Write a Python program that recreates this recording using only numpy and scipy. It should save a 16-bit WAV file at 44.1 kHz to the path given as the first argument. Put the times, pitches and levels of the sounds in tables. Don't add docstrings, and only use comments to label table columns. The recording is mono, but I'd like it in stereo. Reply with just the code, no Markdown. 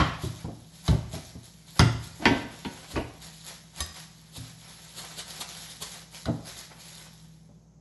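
import sys
import numpy as np
from scipy import signal
from scipy.fft import rfft, irfft, next_fast_len
from scipy.io import wavfile
from scipy.ndimage import uniform_filter1d, map_coordinates

SR = 44100
rng = np.random.default_rng(int(sys.argv[2]) if len(sys.argv) > 2 else 0)


def unload_audio(sound):
    columns = np.transpose(np.atleast_2d(sound))
    steps = np.round(np.clip(columns, -1, 1) * 32767)
    wavfile.write(sys.argv[1], SR, steps.astype(np.int16))


N = 344141
SCENE_TIME = np.arange(N) / SR
T = np.arange(int(0.6 * SR)) / SR


def amp(db):
    return 10 ** (np.asarray(db) / 20)


def unit(x):
    return x / np.sqrt(np.mean(x ** 2) + 1e-20)


def along(points, hz):
    freqs, values = np.transpose(points)
    return np.interp(np.log(hz + 1), np.log(freqs + 1), values)


def fade(t60, t=T):
    return np.exp(-np.log(1000) * t / np.maximum(t60, 1e-3))


def onset(rise):
    return 1 - np.exp(-T / rise)


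def wobble(rate):
    knots = rng.standard_normal(int(N * rate / SR) + 4)
    return map_coordinates(knots, [np.arange(N) * rate / SR])


def filtered(x, response):
    n = x.shape[-1]
    padded = next_fast_len(n + 8192)
    return irfft(rfft(x, padded) * response(np.fft.rfftfreq(padded, 1 / SR)), padded)[..., :n]


def soft(hz, top_hz):
    return 1 / np.sqrt(1 + (hz / top_hz) ** 4)


def noise(spectrum, size, top_hz=SR):
    white = rng.standard_normal(size)
    return unit(filtered(white, lambda hz: amp(along(spectrum, hz)) * soft(hz, top_hz)))


def burst(t60, rise):
    return rng.standard_normal(len(T)) * fade(t60) * onset(rise)


def ring(modes, rise, scatter_db=1, top_hz=SR, phase_turns=0):
    hz, db, t60 = np.transpose(modes)[:, :, None]
    gain = amp(db + scatter_db * rng.standard_normal(db.shape)) * soft(hz, top_hz)
    waves = np.sin(2 * np.pi * (hz * T + phase_turns * rng.random(hz.shape))) * fade(t60)
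    undamped_rms = np.sqrt(np.sum(gain ** 2) / 2)
    return -(gain * waves).sum(0) / undamped_rms * onset(rise)


def add(track, start, sound):
    i = max(round(start * SR), 0)
    track[:, i:i + sound.shape[1]] += sound[:, :N - i]


# frequency in Hz, relative spectral density in dB.
AIR_SPECTRUM = [(20, -22), (40, -40.5), (58, -9.5), (85, -7), (140, -2.5), (170, 6), (260, -10.5),
                (550, -18), (800, -19.5), (1600, -33.5), (4000, -43), (6500, -25), (10000, -56),
                (12500, -70)]
# frequency in Hz, level in dB.
HUM_TONES = [(59.3, -63.5), (118.6, -64.5), (160.5, -56)]

def background():
    hum = np.zeros(N)
    for hz, db in HUM_TONES:
        peak = np.sqrt(2) * amp(db + 0.58 * wobble(4.3))
        hum += peak * np.sin(2 * np.pi * hz * SCENE_TIME + 0.22 * wobble(1.5))
    return hum + amp(-68) * noise(AIR_SPECTRUM, N) + amp(-55.5) * noise(AIR_SPECTRUM, (2, N))


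# frequency in Hz, t60 in seconds.
KITCHEN_DECAY = [(80, 0.97), (250, 0.29), (500, 0.65), (1100, 0.67), (3000, 0.55), (7500, 0.68),
                 (12000, 0.047)]

def in_room(x, wet_db, lead=0.00016, gap=0.003, coherent_hz=800):
    def mid_and_side(hz):
        angle = np.arccos(0.75 / (1 + (hz / coherent_hz) ** 2)) / 2
        return np.array([np.cos(angle), np.sin(angle)])

    bands, t, spectra = signal.stft(rng.standard_normal((2, len(T))), SR, nperseg=256)
    spectra = spectra * fade(along(KITCHEN_DECAY, bands)[:, None], t)
    diffuse = signal.istft(spectra, SR, nperseg=256)[1][:, :len(T)]
    near_walls = 1 + 2.82 * fade(0.081)
    build_up = 1 - np.exp(-(T / gap) ** 2)
    mid, side = filtered(diffuse * near_walls * build_up, mid_and_side)
    tail = np.array([mid + side, mid - side])
    echo = signal.fftconvolve(x[None], tail / np.linalg.norm(tail[0]), axes=1)[:, :len(x)]
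    direct = filtered(x, lambda hz: np.exp(1j * np.pi * hz * lead * np.array([[1], [-1]])))
    return direct + amp(wet_db) * echo


def crackle(spectrum, rate, spread_db=0):
    snaps = (rng.random(N) < rate / SR) * rng.standard_normal(N)
    sizes = amp(spread_db * np.clip(rng.standard_normal(N), -2, 2))
    return unit(filtered(snaps * sizes, lambda hz: amp(along(spectrum, hz))))


def patchy(x, depth_db):
    spectra = signal.stft(x, nperseg=256)[2]
    patches = uniform_filter1d(rng.standard_normal(spectra.shape), size=6, axis=0)
    patches = unit(uniform_filter1d(patches, size=9, axis=1))
    return unit(signal.istft(spectra * amp(depth_db * patches), nperseg=256)[1][:len(x)])


def effort(peak_s, hold, rise_db_per_s, fall_db_per_s):
    before = np.maximum(peak_s - SCENE_TIME, 0)
    after = np.maximum(SCENE_TIME - peak_s - hold, 0)
    return amp(-rise_db_per_s * before - fall_db_per_s * after)


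# frequency in Hz, relative spectral density in dB.
FILM_SPECTRUM = [(500, -17), (1200, -8.5), (1900, 4), (2700, -2), (3600, 4), (4200, 4), (5400, 7.5),
                 (7000, 1.5), (9000, -5.5), (10500, 3.5), (11700, -0.5), (12200, -37)]
RUB_SPECTRUM = [(80, -1.5), (170, 0), (330, -5), (550, -0.5), (800, 1.5), (1200, 0), (2000, -0.5),
                (3000, -1), (4500, -6.5), (7000, -22.5), (11700, -26.5), (12200, -64)]
# peak time and hold in seconds, relative crinkle and rubbing levels in dB.
HAND_GRIPS = [(0.229, 0.0064, -38.5, -49.5), (.32, 0.093, -49.5, -49.5), (0.738, 0.074, -49.5, -58),
              (.865, 0.0049, -39, -45), (1.134, 0.0054, -40, -43.5), (1.21, 0.092, -49, -55.5),
              (1.44, 0.016, -48.5, -54), (1.68, 0.069, -49.5, -56.5), (1.771, 0.0075, -39.5, -43),
              (2.038, 0.0078, -42.5, -51), (2.16, 0.23, -47.5, -51.5), (2.52, 0.33, -48.5, -49.5),
              (2.92, 0.038, -47, -43), (3.234, 0.0067, -41.5, -45), (3.33, 0.13, -49.5, -66),
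              (3.47, 0.023, -40.5, -45.5), (3.777, 0.03, -40, -41.5), (3.96, 0.029, -42.5, -44.5),
              (4.37, 0.14, -47.5, -55), (4.589, 0.49, -48.5, -52.5), (4.98, 0.137, -43.5, -48),
              (5.289, 0.078, -40, -42), (5.49, 0.11, -41.5, -45.5), (5.62, 0.0089, -39, -44.5),
              (5.7, 0.011, -41.5, -46.5), (5.87, 0.079, -41, -46.5), (6.146, 0.0098, -40.5, -47.5),
              (6.474, 0.0058, -38, -41.5), (6.574, 0.012, -40, -44), (6.8, 0.081, -46.5, -51),
              (6.88, 0.14, -46, -49.5)]
# peak time in seconds, relative rubbing level in dB.
PALM_SQUEEZES = [(0.0, -28), (.88, -38.5), (1.82, -40), (2.247, -31), (2.69, -45.5), (2.96, -45),
                 (6.72, -47)]

def gloves(leave_s=7.19, leave_db_per_s=44):
    present = amp(-leave_db_per_s * np.maximum(SCENE_TIME - leave_s, 0))
    crinkling, rubbing = amp(-56.5) * present, amp(-62.5) * present
    for peak_s, hold, crinkle_db, rub_db in HAND_GRIPS:
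        grip = effort(peak_s, hold, rise_db_per_s=380, fall_db_per_s=123)
        crinkling = np.maximum(crinkling, amp(crinkle_db) * grip)
        rubbing = np.maximum(rubbing, amp(rub_db) * grip)
    for peak_s, db in PALM_SQUEEZES:
        squeeze = effort(peak_s, hold=0, rise_db_per_s=269.5, fall_db_per_s=86)
        rubbing = np.maximum(rubbing, amp(db) * squeeze)
    rub = rubbing * amp(-5.5 + 3.24 * wobble(45)) * crackle(RUB_SPECTRUM, rate=2600)
    folds = amp(-9) * patchy(crackle(FILM_SPECTRUM, rate=130, spread_db=1), depth_db=5)
    snaps = sum(amp(-5 + 0.99 * wobble(45)) * patchy(crackle(FILM_SPECTRUM, rate=7000), depth_db=2.5)
                for hand in range(2))
    return in_room(crinkling * (snaps + folds), wet_db=-5.5, lead=0.0002684) + in_room(rub, wet_db=-3)


# frequency in Hz, relative spectral density in dB.
PALM_SPECTRUM = [(80, -1), (300, -3.5), (700, 0.5), (1500, 1), (2500, -1.5), (4000, 5), (7000, -1),
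                 (11700, -1), (12200, -33.5)]
# peak time in seconds, relative level in dB, rise and t60 in seconds.
PALM_CATCHES = [(2.923, -43, 0.035, 0.049), (4.369, -40.5, 0.022, 0.075), (4.985, -37.5, 0.021, 0.14),
                (5.192, -33, 0.014, 0.11), (5.414, -30, 0.009, 0.049), (5.824, -30.5, 0.0083, 0.076)]

def catches(swell_s=0.05):
    out = np.zeros((2, N))
    t = T - swell_s
    for peak_s, db, rise, t60 in PALM_CATCHES:
        swell = np.exp(np.minimum(t, 0) / rise) * fade(t60, np.maximum(t, 0))
        pat = amp(db + 1) * swell * noise(PALM_SPECTRUM, len(T))
        add(out, peak_s - swell_s, in_room(pat, wet_db=-2.5, lead=0.00027))
    return out


# mode frequency in Hz, relative level in dB, t60 in seconds.
LANDING_MODES = [(135, -4, .17), (162, -3, .24), (237, -8, .16), (280, -3, .1), (298, 1, .14),
                 (382, -9, .16), (490, -14, .2), (550, -6, .11), (608, -12, .14), (651, -9, .19),
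                 (730, -13, .12), (848, -13, .12), (1020, -21, .1)]

def plop(start=6.282, db=-21):
    out = np.zeros((2, N))
    body = ring(LANDING_MODES, rise=0.005, scatter_db=0.7, phase_turns=0.3)
    add(out, start, in_room(amp(db) * body, wet_db=-8, lead=0.00025))
    return out


# frequency in Hz, relative level in dB, t60 in seconds.
RIM_MODES = [(1139, -4, 0.084), (1860, 0, 0.062), (3790, 0.5, 0.06), (4980, 6.5, 0.049), (6270, 0, 0.055),
             (7600, -8.5, 0.089), (8940, -14, 0.033), (10700, -3, 0.044)]

def clink(start=3.805):
    out = np.zeros((2, N))
    tick = filtered(burst(t60=0.013, rise=0.00039), lambda hz: 1 - soft(hz, 2200))
    rim = ring(RIM_MODES, rise=0.0004, phase_turns=1)
    add(out, start, in_room(amp(-20) * (2 * tick + rim), wet_db=-5.5, lead=0.00029))
    return out * amp([[1], [-1]])


# mode frequency in Hz, relative level in dB, t60 in seconds.
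CHINA_MODES = [(258, 2, 0.28), (296, -1, .2), (369, -1, 0.27), (442, -5, 0.36), (522, -10, .4),
               (745, -3, 0.14), (827, -5, .25), (881, -2, 0.24), (940, 1, 0.27), (1547, -2, .42),
               (1760, -8, 0.33), (1928, -6, 0.26), (2007, -1.5, 0.48), (2268, -4, 0.21), (2442, -6, .26),
               (2512, -1, 0.21), (2890, -1.5, .27), (2964, -2.5, 0.23), (3273, -11, 0.3), (3542, -.5, 0.24),
               (3660, -8, .2), (4100, -7, .18), (4500, -8, 0.28), (4920, -4.5, 0.26), (5580, -4, 0.22),
               (5981, -10, .35), (6330, -9, .18)]
# frequency in Hz, relative spectral density in dB.
FOOT_SPECTRUM = [(200, -12), (600, -4), (900, 3.5), (1250, -6.5), (1700, 4), (2500, 7), (3800, 0.5),
                 (8000, -13.5)]
# start in seconds, relative ring and chatter levels in dB,
# contact cutoff in Hz, 1 if the hand presses on the plate or else 0.
FOOT_CLACKS = [(0.0, -29, -21, 1196, 0), (0.88, -38.5, -35, 1600, 0), (1.797, -36, -16.5, 2400, 0),
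               (2.255, -15, -10, 3570, 0), (2.268, -26, -15.5, 1500, 0), (2.65, -33.5, -33.5, 2250, 1),
               (2.957, -35, -32, 1700, 1), (2.974, -47, -30, 2000, 1), (6.716, -61, -42, 900, 0)]

def plate(pressed_pitch=0.96, rim_from_hz=1000):
    out = np.zeros((2, N))
    for start, ring_db, chatter_db, top_hz, pressed in FOOT_CLACKS:
        pitch = pressed_pitch if pressed else 1
        modes = [(hz * pitch if hz > rim_from_hz else hz, db, t60) for hz, db, t60 in CHINA_MODES]
        china = amp(ring_db) * ring(modes, rise=0.001, top_hz=top_hz, phase_turns=1)
        chatter = amp(chatter_db) * noise(FOOT_SPECTRUM, len(T), top_hz) * fade(0.038) * onset(0.00017)
        add(out, start, in_room(china, wet_db=-12, lead=0.00015))
        add(out, start, in_room(chatter, wet_db=-4, lead=0.00011))
    return out * amp([[-1], [1]])


# frequency in Hz, relative level in dB, t60 in seconds.
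TOP_MODES = [(88.8, 1.5, 0.21), (115.8, 3, 0.37), (146.5, 3.5, 0.2), (162.3, -1, 0.29), (194.2, -14, 0.42),
             (241.3, -3, 0.18), (260, -8, 0.37), (296.7, -12, 0.26), (395, -13.5, 0.14)]
SWAY_MODES = [(69.2, -0.51, 0.17), (78.6, -1.5, 0.21)]
# frequency in Hz, relative spectral density in dB.
KNOCK_SPECTRUM = [(60, -14), (160, -12), (225, -6), (290, -3.5), (370, -11.5), (480, -17.5), (680, -13.5),
                  (1000, -25), (2000, -43.5), (5000, -68.5)]
# start in seconds, relative boom, sway and knock levels in dB.
TABLE_THUMPS = [(0.0, -21, -18, -29), (.235, -29, -48, -39.5), (.268, -40, -48, -56),
                (.444, -34, -57, -38.5), (0.482, -38, -60, -37.5), (0.887, -19, -16.5, -32.5),
                (.922, -33.5, -44, -27.5), (1.135, -33, -43, -38), (1.353, -40, -52, -46.5),
                (1.796, -12.5, -22, -23), (2.194, -60, -62, -43), (2.222, -58, -58, -36),
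                (2.26, -26.5, -39.5, -21.5), (2.306, -30.5, -36, -25.5), (2.656, -47, -41, -39),
                (2.935, -44, -33, -46), (2.959, -49, -35, -27), (2.973, -36.5, -42, -30.5),
                (3.801, -49, -32, -44.5), (4.378, -37, -62, -75), (6.261, -34, -36, -35),
                (6.287, -32, -52, -30.5), (7.49, -71, -68, -56.5)]

def table():
    out = np.zeros((2, N))
    for start, boom_db, sway_db, knock_db in TABLE_THUMPS:
        boom = amp(boom_db + 4.5) * ring(TOP_MODES, rise=0.003)
        sway = amp(sway_db + 4) * ring(SWAY_MODES, rise=0.012)
        knock = amp(knock_db + 6) * noise(KNOCK_SPECTRUM, len(T)) * fade(0.074) * onset(0.0025)
        add(out, start, in_room(boom + sway, wet_db=-10.5) + in_room(knock, wet_db=1.5))
    return out


def resonate(x, peaks):
    def response(hz):
        return sum((-1) ** k * amp(db) * 1j * hz * width / (centre ** 2 - hz ** 2 + 1j * hz * width)
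                   for k, (centre, width, db) in enumerate(peaks))

    coloured = filtered(x, response)
    return coloured * np.linalg.norm(x) / np.linalg.norm(coloured)


# centre and bandwidth in Hz, relative gain in dB.
LOADED_RESONANCES = [(673, 96, -2), (1170, 190, 4), (1414, 130, 7), (1510, 280, 0), (2063, 200, 0.5),
                     (2570, 360, -4.5), (2910, 280, 3), (3960, 700, -9), (5200, 1300, -6.5),
                     (6450, 980, -4.5), (9200, 17000, -12)]
# start in seconds, relative level in dB, cutoff in Hz, t60 in seconds,
# resonance of the trapped air in Hz, its relative gain in dB, reverberation level in dB.
WET_SMACKS = [(0.0, -22, 2450, 0.045, 3180, 1.5, 1), (.012, -33.5, 1670, 0.21, 1250, 2, -5),
              (.879, -25.5, 6740, 0.02, 3560, -2, -7), (1.7915, -25.5, 3000, .012, 1200, 4, -19),
              (1.7936, -10.5, 6540, 0.01, 5030, 1.5, -4.5), (1.803, -25, 5480, 0.033, 1180, -3.5, -3),
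              (2.2546, -13, 3770, 0.0074, 3330, 6.5, -8.5), (2.647, -40, 4200, 0.039, 3510, 4.5, -2.5),
              (2.962, -35, 4330, 0.041, 2530, 3.5, -3), (6.255, -31, 5480, 0.015, 3830, 5, -7),
              (6.259, -38, 7000, 0.0083, 5030, 2, -8), (6.281, -37.5, 1000, 0.04, 640, 10, -3)]

def smacks():
    out = np.zeros((2, N))
    for start, db, top_hz, t60, pocket_hz, pocket_db, room_db in WET_SMACKS:
        air_pocket = (pocket_hz, 0.22 * pocket_hz, pocket_db)
        puff = resonate(burst(t60, rise=0.00039), LOADED_RESONANCES + [air_pocket])
        smack = amp(db + 11) * filtered(puff, lambda hz: soft(hz, top_hz))
        add(out, start, in_room(smack, wet_db=room_db, lead=0.00019))
    return out


def scene():
    return smacks() + catches() + clink() + table() + plate() + plop() + gloves() + background()


def record(dry, ceiling=0.85, low_hz=44, top_hz=12100):
    rounded = dry / (1 + np.abs(dry / ceiling) ** 6) ** (1 / 6)
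    low_cut = signal.butter(4, low_hz, "high", fs=SR, output="sos")
    return filtered(signal.sosfilt(low_cut, rounded), lambda hz: 1 / np.sqrt(1 + (hz / top_hz) ** 100))


dry = scene()
out = record(dry)
unload_audio(out)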